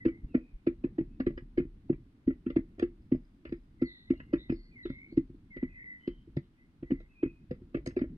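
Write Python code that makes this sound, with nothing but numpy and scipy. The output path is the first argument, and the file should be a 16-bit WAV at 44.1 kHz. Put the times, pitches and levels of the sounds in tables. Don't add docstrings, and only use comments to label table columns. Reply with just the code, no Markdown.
import sys
import numpy as np
from scipy import signal
from scipy.fft import rfft, irfft, next_fast_len
from scipy.io import wavfile
from scipy.ndimage import uniform_filter1d

SR = 44100
rng = np.random.default_rng(int(sys.argv[2]) if len(sys.argv) > 2 else 0)


def master_out(mix):
    frames = np.transpose(np.atleast_2d(mix))
    ceiling = np.clip(frames, -1, 1)
    pcm = np.round(ceiling * 32767).astype(np.int16)
    wavfile.write(sys.argv[1], SR, pcm)


N = 360297

# f/Hz, relative level/dB
RUMBLE_EQ = [(12, -25), (20, -1), (48, -3), (98, -3.5), (257, -3.5), (338, -11), (429, -22.5), (584, -37),
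             (1200, -42), (1560, -64), (2640, -120)]
AIR_EQ = [(300, -34.5), (600, -7), (1000, -17.5), (1600, -6), (2050, 12.5), (2400, -3.5), (3500, -20),
          (6000, -29.5), (8000, -37)]
HISS_EQ = [(20, 12.5), (100, 6), (250, -8), (500, -5.5), (1500, -9), (4000, -16.5), (7100, -28.5),
           (8900, -26.5), (12500, -30.5), (13000, -42), (21000, -43.5)]
# t/s, level/dB
RUMBLE_RIDE = [(0.0, -49.5), (0.25, -52.5), (0.43, -61), (0.66, -62.5), (0.89, -53), (2.21, -61),
               (2.48, -56.5), (2.57, -56.5), (4.09, -61.5), (4.3, -55.5), (4.75, -59), (5.44, -58),
               (5.92, -61), (6.37, -59.5), (6.55, -61.5), (7.53, -61), (7.92, -52), (8.17, -50.5)]
# start, loudest and end t/s, f/Hz at those three moments, level/dB, full trill swing/Hz
BIRD_NOTES = [(0, .02, 0.068, 2022, 1990, 1918, -52, 69), (0.092, .15, 0.19, 1960, 2063, 2190, -62.5, 90),
              (0.272, 0.358, 0.63, 2850, 2440, 2324, -74, 210),
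              (1.095, 1.131, 1.2, 2510, 2605, 2460, -84.5, 30),
              (3.785, 3.86, 4.05, 2028, 2029, 1910, -56, 14.5),
              (3.841, 3.897, 4.09, 4550, 3860, 3830, -61.5, 520),
              (4.062, 4.095, 4.2, 2000, 2046, 2090, -63, 89),
              (4.139, 4.181, 4.29, 2800, 2830, 2800, -74, 150),
              (4.176, 4.192, 4.18, 4190, 3940, 3600, -62.5, 23),
              (4.23, 4.254, 5.2, 1980, 2065, 1980, -72.5, 52),
              (4.303, 4.318, 4.3, 4490, 4400, 4600, -69, 180),
              (4.365, 4.385, 4.49, 1970, 1964, 2030, -61, 30),
              (4.374, 4.42, 4.45, 3630, 3820, 3900, -60.5, 400),
              (4.494, 4.525, 4.57, 5120, 5120, 4950, -76, 120),
              (4.531, 4.574, 4.74, 4660, 4457, 4370, -73, 300),
              (4.713, 4.74, 4.76, 2430, 2380, 2330, -66.5, 25),
              (4.752, 4.778, 4.9, 2244, 2062, 1890, -52.5, 82),
              (4.827, 4.841, 4.89, 4095, 3970, 3220, -58.5, 60),
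              (4.838, 4.994, 5.12, 2025, 2140, 2260, -55.5, 150),
              (5.083, 5.14, 5.14, 3962, 4400, 4700, -76.5, 550),
              (5.498, 5.554, 5.72, 2184, 1988, 2020, -51.5, 80),
              (5.687, 5.73, 5.8, 2560, 2456, 2390, -69, 240),
              (5.731, 5.807, 5.87, 2077, 1987, 2074, -50.5, 220),
              (5.828, 5.914, 5.96, 1950, 2042, 1904, -47, 110),
              (5.98, 6.05, 6.1, 1980, 2030, 2000, -62, 60),
              (5.991, 6.075, 6.26, 2990, 3117, 3050, -72.5, 240),
              (6.412, 6.435, 6.5, 3300, 3335, 3445, -86.5, 1200),
              (6.573, 6.609, 6.67, 1990, 2029, 2080, -71, 60),
              (6.57, 6.62, 6.6, 2450, 2530, 2497, -80.5, 200), (6.848, 6.9, 7.1, 2044, 1987, 2085, -64, 80),
              (7.085, 7.122, 7.18, 2560, 2626, 2475, -74.5, 120),
              (7.142, 7.27, 7.34, 2466, 2502, 2480, -61, 40)]
# t/s, thump level/dB, thump tilt/(dB per octave), shell knock level/dB,
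# wall tap level/dB, hardness (rim over wall)/dB
PECK_HITS = [(.051, -24.5, 7, -32, -35.5, -18), (.06, -13, 0, -39, -42, -36.5),
             (.08, -51, 11, -41.5, -44, -19), (0.242, -38.5, -14, -68, -71, -16.5),
             (.349, -12.5, -2.5, -28.5, -36, -28), (0.374, -55.5, 9, -48, -58, -11.5),
             (0.671, -14, 3.5, -30.5, -36.5, -15.5), (0.842, -17.5, 1, -39.5, -43.5, -20),
             (0.867, -46.5, 5, -53, -62, -27), (.985, -18.5, 11.5, -38, -43, -22),
             (1.007, -25, -6.5, -48, -51.5, -19), (1.202, -21, -2, -33.5, -37.5, -14.5),
             (1.268, -15.5, 4.5, -37.5, -36.5, -20), (1.302, -30.5, -7, -51, -55, -19),
             (1.375, -35, 4.5, -45.5, -39, -21.5), (1.421, -41, -14, -71, -74, -19),
             (1.579, -15, 4.5, -32, -35.5, -17.5), (1.598, -21, -6.5, -42, -45.5, -23),
             (1.649, -33.5, -5.5, -67, -66.5, -33.5), (1.899, -13, 2, -37, -46, -37),
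             (1.926, -33, -10.5, -52, -51, -38), (2.277, -13.5, 0, -45.5, -45, -23.5),
             (2.303, -28.5, -1.5, -47.5, -43.5, -32), (2.465, -20.5, -2, -51, -43.5, -40.5),
             (2.501, -28.5, -2, -40, -41.5, -14), (2.564, -12.5, 3.5, -34.5, -37, -19),
             (2.588, -25, -8, -51, -55, -22), (2.782, -39, 10, -51, -59.5, -20.5),
             (2.795, -31.5, 6, -38, -36, -8.5), (2.826, -16, 3, -31.5, -36.5, -18),
             (3.121, -12.5, -3, -37, -41.5, -22.5), (3.145, -24.5, -5.5, -44.5, -56, -17),
             (3.452, -37, 21, -47, -44, -12.5), (3.491, -44.5, -16, -58, -53, -11),
             (3.523, -23.5, -0.5, -41.5, -44, -12), (3.821, -15, -4.5, -35, -41, -15.5),
             (4.105, -12.5, 2.5, -48.5, -39.5, -18), (4.133, -38, -1.5, -46, -53.5, -15.5),
             (4.199, -40.5, -6.5, -52, -42, -22.5), (4.335, -14, -4, -30.5, -33.5, -22),
             (4.355, -52.5, -0.5, -55, -45.5, -27), (4.498, -18, -7.5, -40, -36.5, -24),
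             (4.522, -21.5, 6, -41, -46.5, -12), (4.854, -26.5, 24, -46.5, -44.5, -17),
             (4.899, -27, -8, -47.5, -44.5, -11), (5.123, -36, -5.5, -56, -68.5, -7.5),
             (5.174, -11.5, -0.5, -43, -43, -17), (5.298, -39, -12, -70, -74, -20),
             (5.343, -45, 11.5, -79, -78, -15), (5.565, -32.5, -2.5, -46, -45.5, -19),
             (5.629, -20, 2, -41, -45, -34), (6.076, -20.5, -2.5, -41.5, -40.5, -11.5),
             (6.275, -44.5, 17.5, -69, -79, -16), (6.369, -20, -11, -37.5, -39.5, -10.5),
             (6.827, -29, -3.5, -47, -52, -25), (6.904, -25.5, -1, -40, -40, -37.5),
             (6.917, -15, 0, -41, -41, -21.5), (7.002, -46.5, 1.5, -53.5, -54.5, -10),
             (7.232, -15.5, 7.5, -35.5, -39, -33), (7.257, -26.5, -3.5, -48.5, -49, -36),
             (7.51, -26, -10, -32, -44, -11), (7.617, -41, -13.5, -72, -72, -20),
             (7.747, -20.5, -5.5, -32.5, -37, -25), (7.768, -27.5, 18, -44, -45, -17.5),
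             (7.861, -37, 23, -36, -35.5, -7.5), (7.872, -24.5, -8.5, -41.5, -39.5, -6),
             (7.906, -56.5, 2, -64, -50.5, -27), (7.967, -19, 19, -34.5, -37.5, -19),
             (7.989, -45, -2.5, -47, -42.5, -13.5), (8.016, -18, -6.5, -42.5, -42.5, -26),
             (8.038, -27.5, -1.5, -42.5, -50.5, -36), (8.091, -44, -5, -80, -64, -21)]
# f/Hz, relative level/dB, t60/s
SWAY_MODES = [(35.2, -9, 0.64), (52.4, -5.5, 0.24), (64, -4, 0.1), (91, -4.5, 0.11)]
BODY_MODES = [(140, -13, .09), (200, -18, .07), (262, -1, .075), (338, -1, .085), (410, -16, .06)]
SHELL_MODES = [(479.7, 1.5, 0.06), (561, -2, 0.057), (636.3, -1, 0.041), (729.6, -11.5, 0.038),
               (880, -13, 0.042)]
WALL_MODES = [(954, -13, 0.023), (1130, -8, 0.012), (1341, -5.5, 0.016), (1460, -15, 0.024),
              (1702, -7.5, 0.022), (1886, -10, 0.041), (2039, -4, 0.036), (2170, -7.5, 0.02),
              (2335, -9.5, 0.03), (2510, -9.5, 0.013), (2858, -21.5, 0.033), (3146, -12.5, 0.013)]
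RIM_MODES = [(3280, -3, .014), (3480, 0, .016), (3850, -2, .016), (4150, -3, .014), (4550, -3, .016),
             (4900, -9, .014), (5200, -11, .014)]
BEAK_MODES = [(5300, -1, .012), (5750, -2, .008), (6190, 2, .01), (6800, 0, .008), (7500, -5, .007),
              (8100, -5, .007), (8560, -2, .008), (9020, -3, .009), (9600, -6, .008), (10200, -13, .007)]
# t/s, level/dB, f/Hz
LOW_BUMPS = [(0.055, -33, 59.9), (0.224, -32, 39.76), (0.523, -37, 31.6), (0.782, -50, 53.8),
             (0.993, -44.5, 60.1), (1.257, -35, 52), (1.348, -38, 51.1), (1.56, -35.5, 32.3),
             (1.927, -50.5, 32.17), (2.262, -33, 71.8), (2.553, -35, 72.2), (2.992, -46.5, 51.7),
             (3.445, -48, 40.7), (4.089, -43, 72.7), (4.492, -36, 73), (4.838, -45, 51.1),
             (5.164, -38, 72.3), (5.574, -52.5, 43.7), (6.348, -44.5, 72), (6.9, -44.5, 72.7),
             (7.49, -41, 70.2)]
# t/s, level/dB
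FAR_CHEEPS = [(3.0145, -82.5), (3.1467, -77.5), (3.243, -79), (3.3303, -90), (3.5633, -81), (3.6306, -91)]
# f/Hz, phase/rad
PORT_PHASE = [(20, .1), (400, -.27), (1050, -2.6), (1400, -1.6), (1900, -2.8), (2250, -2.2), (2650, -6.7),
              (3000, -6.4), (3350, -8.6), (3900, -8.8), (4300, -10.8), (4600, -11), (5400, -13.6),
              (6200, -18.6), (10000, -33)]

AIR_DB, HISS_DB = -88.5, -73
NOTE_START_DB, NOTE_END_DB = 13.5, 21.5
NOTE_HOLD = 2.6
TRILL_RATE_HZ, WAVER_HZ = 63, 30
SWAY_DB, SWAY_FROM_THUMP = -40.5, .21
HARD_FROM_DB, BEAK_DB, BEAK_RISE = -13, -41.5, 5.37
CRUNCH_S, SNAP_S, SNAP_S_PER_DB = .0077, .0035, .04
SETTLE_DB, GRIT_DB, GRIT_BAND_HZ = -28, -23, (1200, 4200)
RUN_DB, RUN_T60_S, RUN_BAND_HZ = -8, .12, (975, 5000)
OVERLOAD, EDGE_HZ = .24, 20500


def gain_of(db):
    return 10 ** (np.asarray(db) / 20)


def unit_rms(x):
    return x / np.sqrt(np.mean(x ** 2) + 1e-20)


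def add(mix, s, sound):
    part = mix[max(round(s * SR), 0):][:len(sound)]
    part += sound[:len(part)]


def noise_bed(eq, patchy_db):
    frames, bin_hz = N // 256 + 5, np.fft.rfftfreq(1024, 1 / SR)
    real, imag, patches = rng.standard_normal((frames, 513, 3)).T
    patches = unit_rms(uniform_filter1d(uniform_filter1d(patches, size=10, axis=0), size=14, axis=1))
    hz, db = np.transpose(eq)
    colour_db = np.interp(np.log(bin_hz + 1), np.log(hz), db)[:, None]
    spectra = (real + 1j * imag) * gain_of(colour_db + patchy_db * patches)
    return unit_rms(signal.istft(spectra, nperseg=1024, noverlap=768)[1][:N])


def yard():
    s, db = np.transpose(RUMBLE_RIDE)
    rumble = noise_bed(RUMBLE_EQ, patchy_db=2.5) * gain_of(np.interp(np.arange(N) / SR, s, db))
    return rumble + gain_of(AIR_DB) * noise_bed(AIR_EQ, patchy_db=2)


def microphone_hiss():
    return gain_of(HISS_DB) * np.array([noise_bed(HISS_EQ, patchy_db=.9) for _ in range(2)])


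def songbirds():
    out = np.zeros(N)
    for *moments, start_hz, top_hz, end_hz, top_db, swing_hz in BIRD_NOTES:
        start, top, end = moments
        t = np.arange(start, end, 1 / SR)
        drop_db = np.where(t < top, NOTE_START_DB, NOTE_END_DB)
        db = top_db - drop_db * np.interp(t, moments, [1, 0, 1]) ** NOTE_HOLD
        hz = np.interp(t, moments, [start_hz, top_hz, end_hz])
        hz += WAVER_HZ * unit_rms(uniform_filter1d(rng.standard_normal(len(t)), size=300))
        swing = swing_hz * np.interp(t, moments, [.4, 1, 1])
        jitter = 1 + .7 * uniform_filter1d(rng.standard_normal(len(t)), size=600)
        rate = TRILL_RATE_HZ * (top_hz / 2000) ** .55 * jitter
        trill = 2 * np.pi * (np.cumsum(rate) / SR + rng.random())
        tone = np.sin(2 * np.pi * np.cumsum(hz + swing / 2 * np.sin(trill)) / SR)
        throb = 1 + np.clip(swing / 650, 0, .95) * np.cos(trill)
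        add(out, start, np.sqrt(2) * gain_of(db) * throb * tone * signal.windows.tukey(len(t), .12))
    return out


def with_yard_echoes(song, t60=.4, wet_db=-5, predelay_s=.006):
    t = np.arange(SR // 3) / SR
    reflections = rng.choice([-1., 1.], len(t)) * (rng.random(len(t)) < .045)
    tail = reflections * gain_of(-60 * t / t60) * (t > predelay_s)
    return song + gain_of(wet_db) * signal.oaconvolve(song, tail / np.linalg.norm(tail))[:N]


def feed_rattle(db, t60, per_s, size):
    knocks = rng.standard_normal(size) * gain_of(2.7 * np.minimum(rng.exponential(1, size), 3))
    return knocks * (rng.random(size) < per_s / SR) * gain_of(db - 60 * np.arange(size) / SR / t60)


def blow(rattle, contact_ms):
    force = np.append(1, rattle[1:])
    return np.convolve(force, np.hanning(round(contact_ms * SR / 1000) + 3))[:len(rattle)]


def ring(modes, force, rise_ms, spread_db, tilt_db=0):
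    hz, db, t60 = np.transpose(modes)[:, :, None]
    t = np.arange(0, t60.max(), 1 / SR)
    level_scatter, detune = rng.standard_normal((2, len(modes), 1))
    db = db + tilt_db * np.log2(hz / 300) + spread_db * level_scatter
    sign = (-1.) ** np.arange(len(modes))[:, None]
    partials = sign * gain_of(db - 60 * t / t60) * np.sin(2 * np.pi * hz * (1 + .025 * detune) * t)
    attack = (1 - np.exp(-t * 1000 / rise_ms)) ** 2
    out = signal.fftconvolve(force, partials.sum(0) * attack)[:len(force)]
    return out / abs(out[:SR // 40]).max()


def beak_tap(lead_s, hard_db):
    t = np.arange(5000) / SR
    over_db = max(hard_db - HARD_FROM_DB, 0)
    width_s = max(CRUNCH_S - SNAP_S_PER_DB * over_db, SNAP_S)
    envelope = .32 * (1 - np.exp(-t / .00072)) * np.exp(-((t - lead_s) / width_s) ** 2)
    crunch = rng.standard_normal(len(t)) * envelope
    scatter = feed_rattle(-12 - .58 * over_db, t60=.15, per_s=2500, size=len(t))
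    crunch += scatter * (1 - np.exp(-t / .0044))
    grit = signal.sosfilt(signal.butter(4, GRIT_BAND_HZ, "band", fs=SR, output="sos"), crunch)
    tap = gain_of(GRIT_DB + .28 * (hard_db + 20)) * grit / abs(grit).max()
    for modes, db in ((WALL_MODES, 0), (RIM_MODES, hard_db), (BEAK_MODES, BEAK_DB + BEAK_RISE * over_db)):
        tap += gain_of(db) * ring(modes, crunch, rise_ms=.54, spread_db=1.5)
    return tap


def pecks():
    out = np.zeros(N)
    for s, thump_db, tilt_db, knock_db, tap_db, hard_db in PECK_HITS:
        lead_s = np.interp(thump_db, [-25, -17], [.0015, .0065])
        settling = feed_rattle(SETTLE_DB, t60=.2, per_s=720, size=12000)
        thump = ring(BODY_MODES, blow(settling, contact_ms=1.4),
                     rise_ms=2.47, spread_db=3.14, tilt_db=tilt_db)
        knock = ring(SHELL_MODES, blow(settling, contact_ms=.9), rise_ms=1.6, spread_db=6.2)
        slow_settling = feed_rattle(-18, t60=.32, per_s=600, size=10000)
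        sway = ring(SWAY_MODES, blow(slow_settling, contact_ms=4.2), rise_ms=.62, spread_db=1.7)
        add(out, s - .0028, gain_of(thump_db) * thump)
        add(out, s - lead_s, gain_of(knock_db) * knock)
        add(out, s, gain_of(SWAY_DB + SWAY_FROM_THUMP * thump_db) * sway)
        add(out, s - lead_s, gain_of(tap_db) * beak_tap(lead_s, hard_db))
    return out


def run_echoes(pecking):
    t = np.arange(SR // 4) / SR
    tail = rng.standard_normal((2, len(t))) * gain_of(-60 * t / RUN_T60_S)
    send = signal.sosfilt(signal.butter(4, RUN_BAND_HZ, "band", fs=SR, output="sos"), pecking)
    return gain_of(RUN_DB) * signal.oaconvolve(send[None], tail / np.linalg.norm(tail[0]), axes=1)[:, :N]


def bumps(cycles=1.9):
    out = np.zeros(N)
    for s, db, hz in LOW_BUMPS:
        t = np.arange(0, cycles / hz, 1 / SR)
        add(out, s, gain_of(db) * np.hanning(len(t)) * np.sin(2 * np.pi * hz * t))
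    return out


def cheeps(hz=4950, length_s=.019):
    out, t = np.zeros(N), np.arange(round(length_s * SR)) / SR
    for s, db in FAR_CHEEPS:
        add(out, s, gain_of(db) * np.hanning(len(t)) * np.sin(2 * np.pi * hz * t))
    return out


def scene():
    pecking = pecks()
    birds = with_yard_echoes(songbirds() + cheeps())
    mono = (pecking + birds + bumps() + yard()) * signal.windows.tukey(N, .002)
    size = next_fast_len(N + 4096)
    hz, phase = np.transpose(PORT_PHASE)
    half_turn = np.interp(np.fft.rfftfreq(size, 1 / SR), hz, phase) / 2
    ports = rfft(mono, size) * np.exp(1j * np.array([half_turn, -half_turn]))
    return irfft(ports, size)[:, :N] + run_echoes(pecking)


def record(dry):
    excess = np.maximum(abs(dry) - OVERLOAD, 0)
    flattened = dry - .1 * np.sign(dry) * excess
    lowpass = signal.firwin(511, EDGE_HZ, window=("kaiser", 9), fs=SR)
    return signal.oaconvolve(flattened + microphone_hiss(), lowpass[None], "same")


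dry = scene()
out = record(dry)
master_out(out)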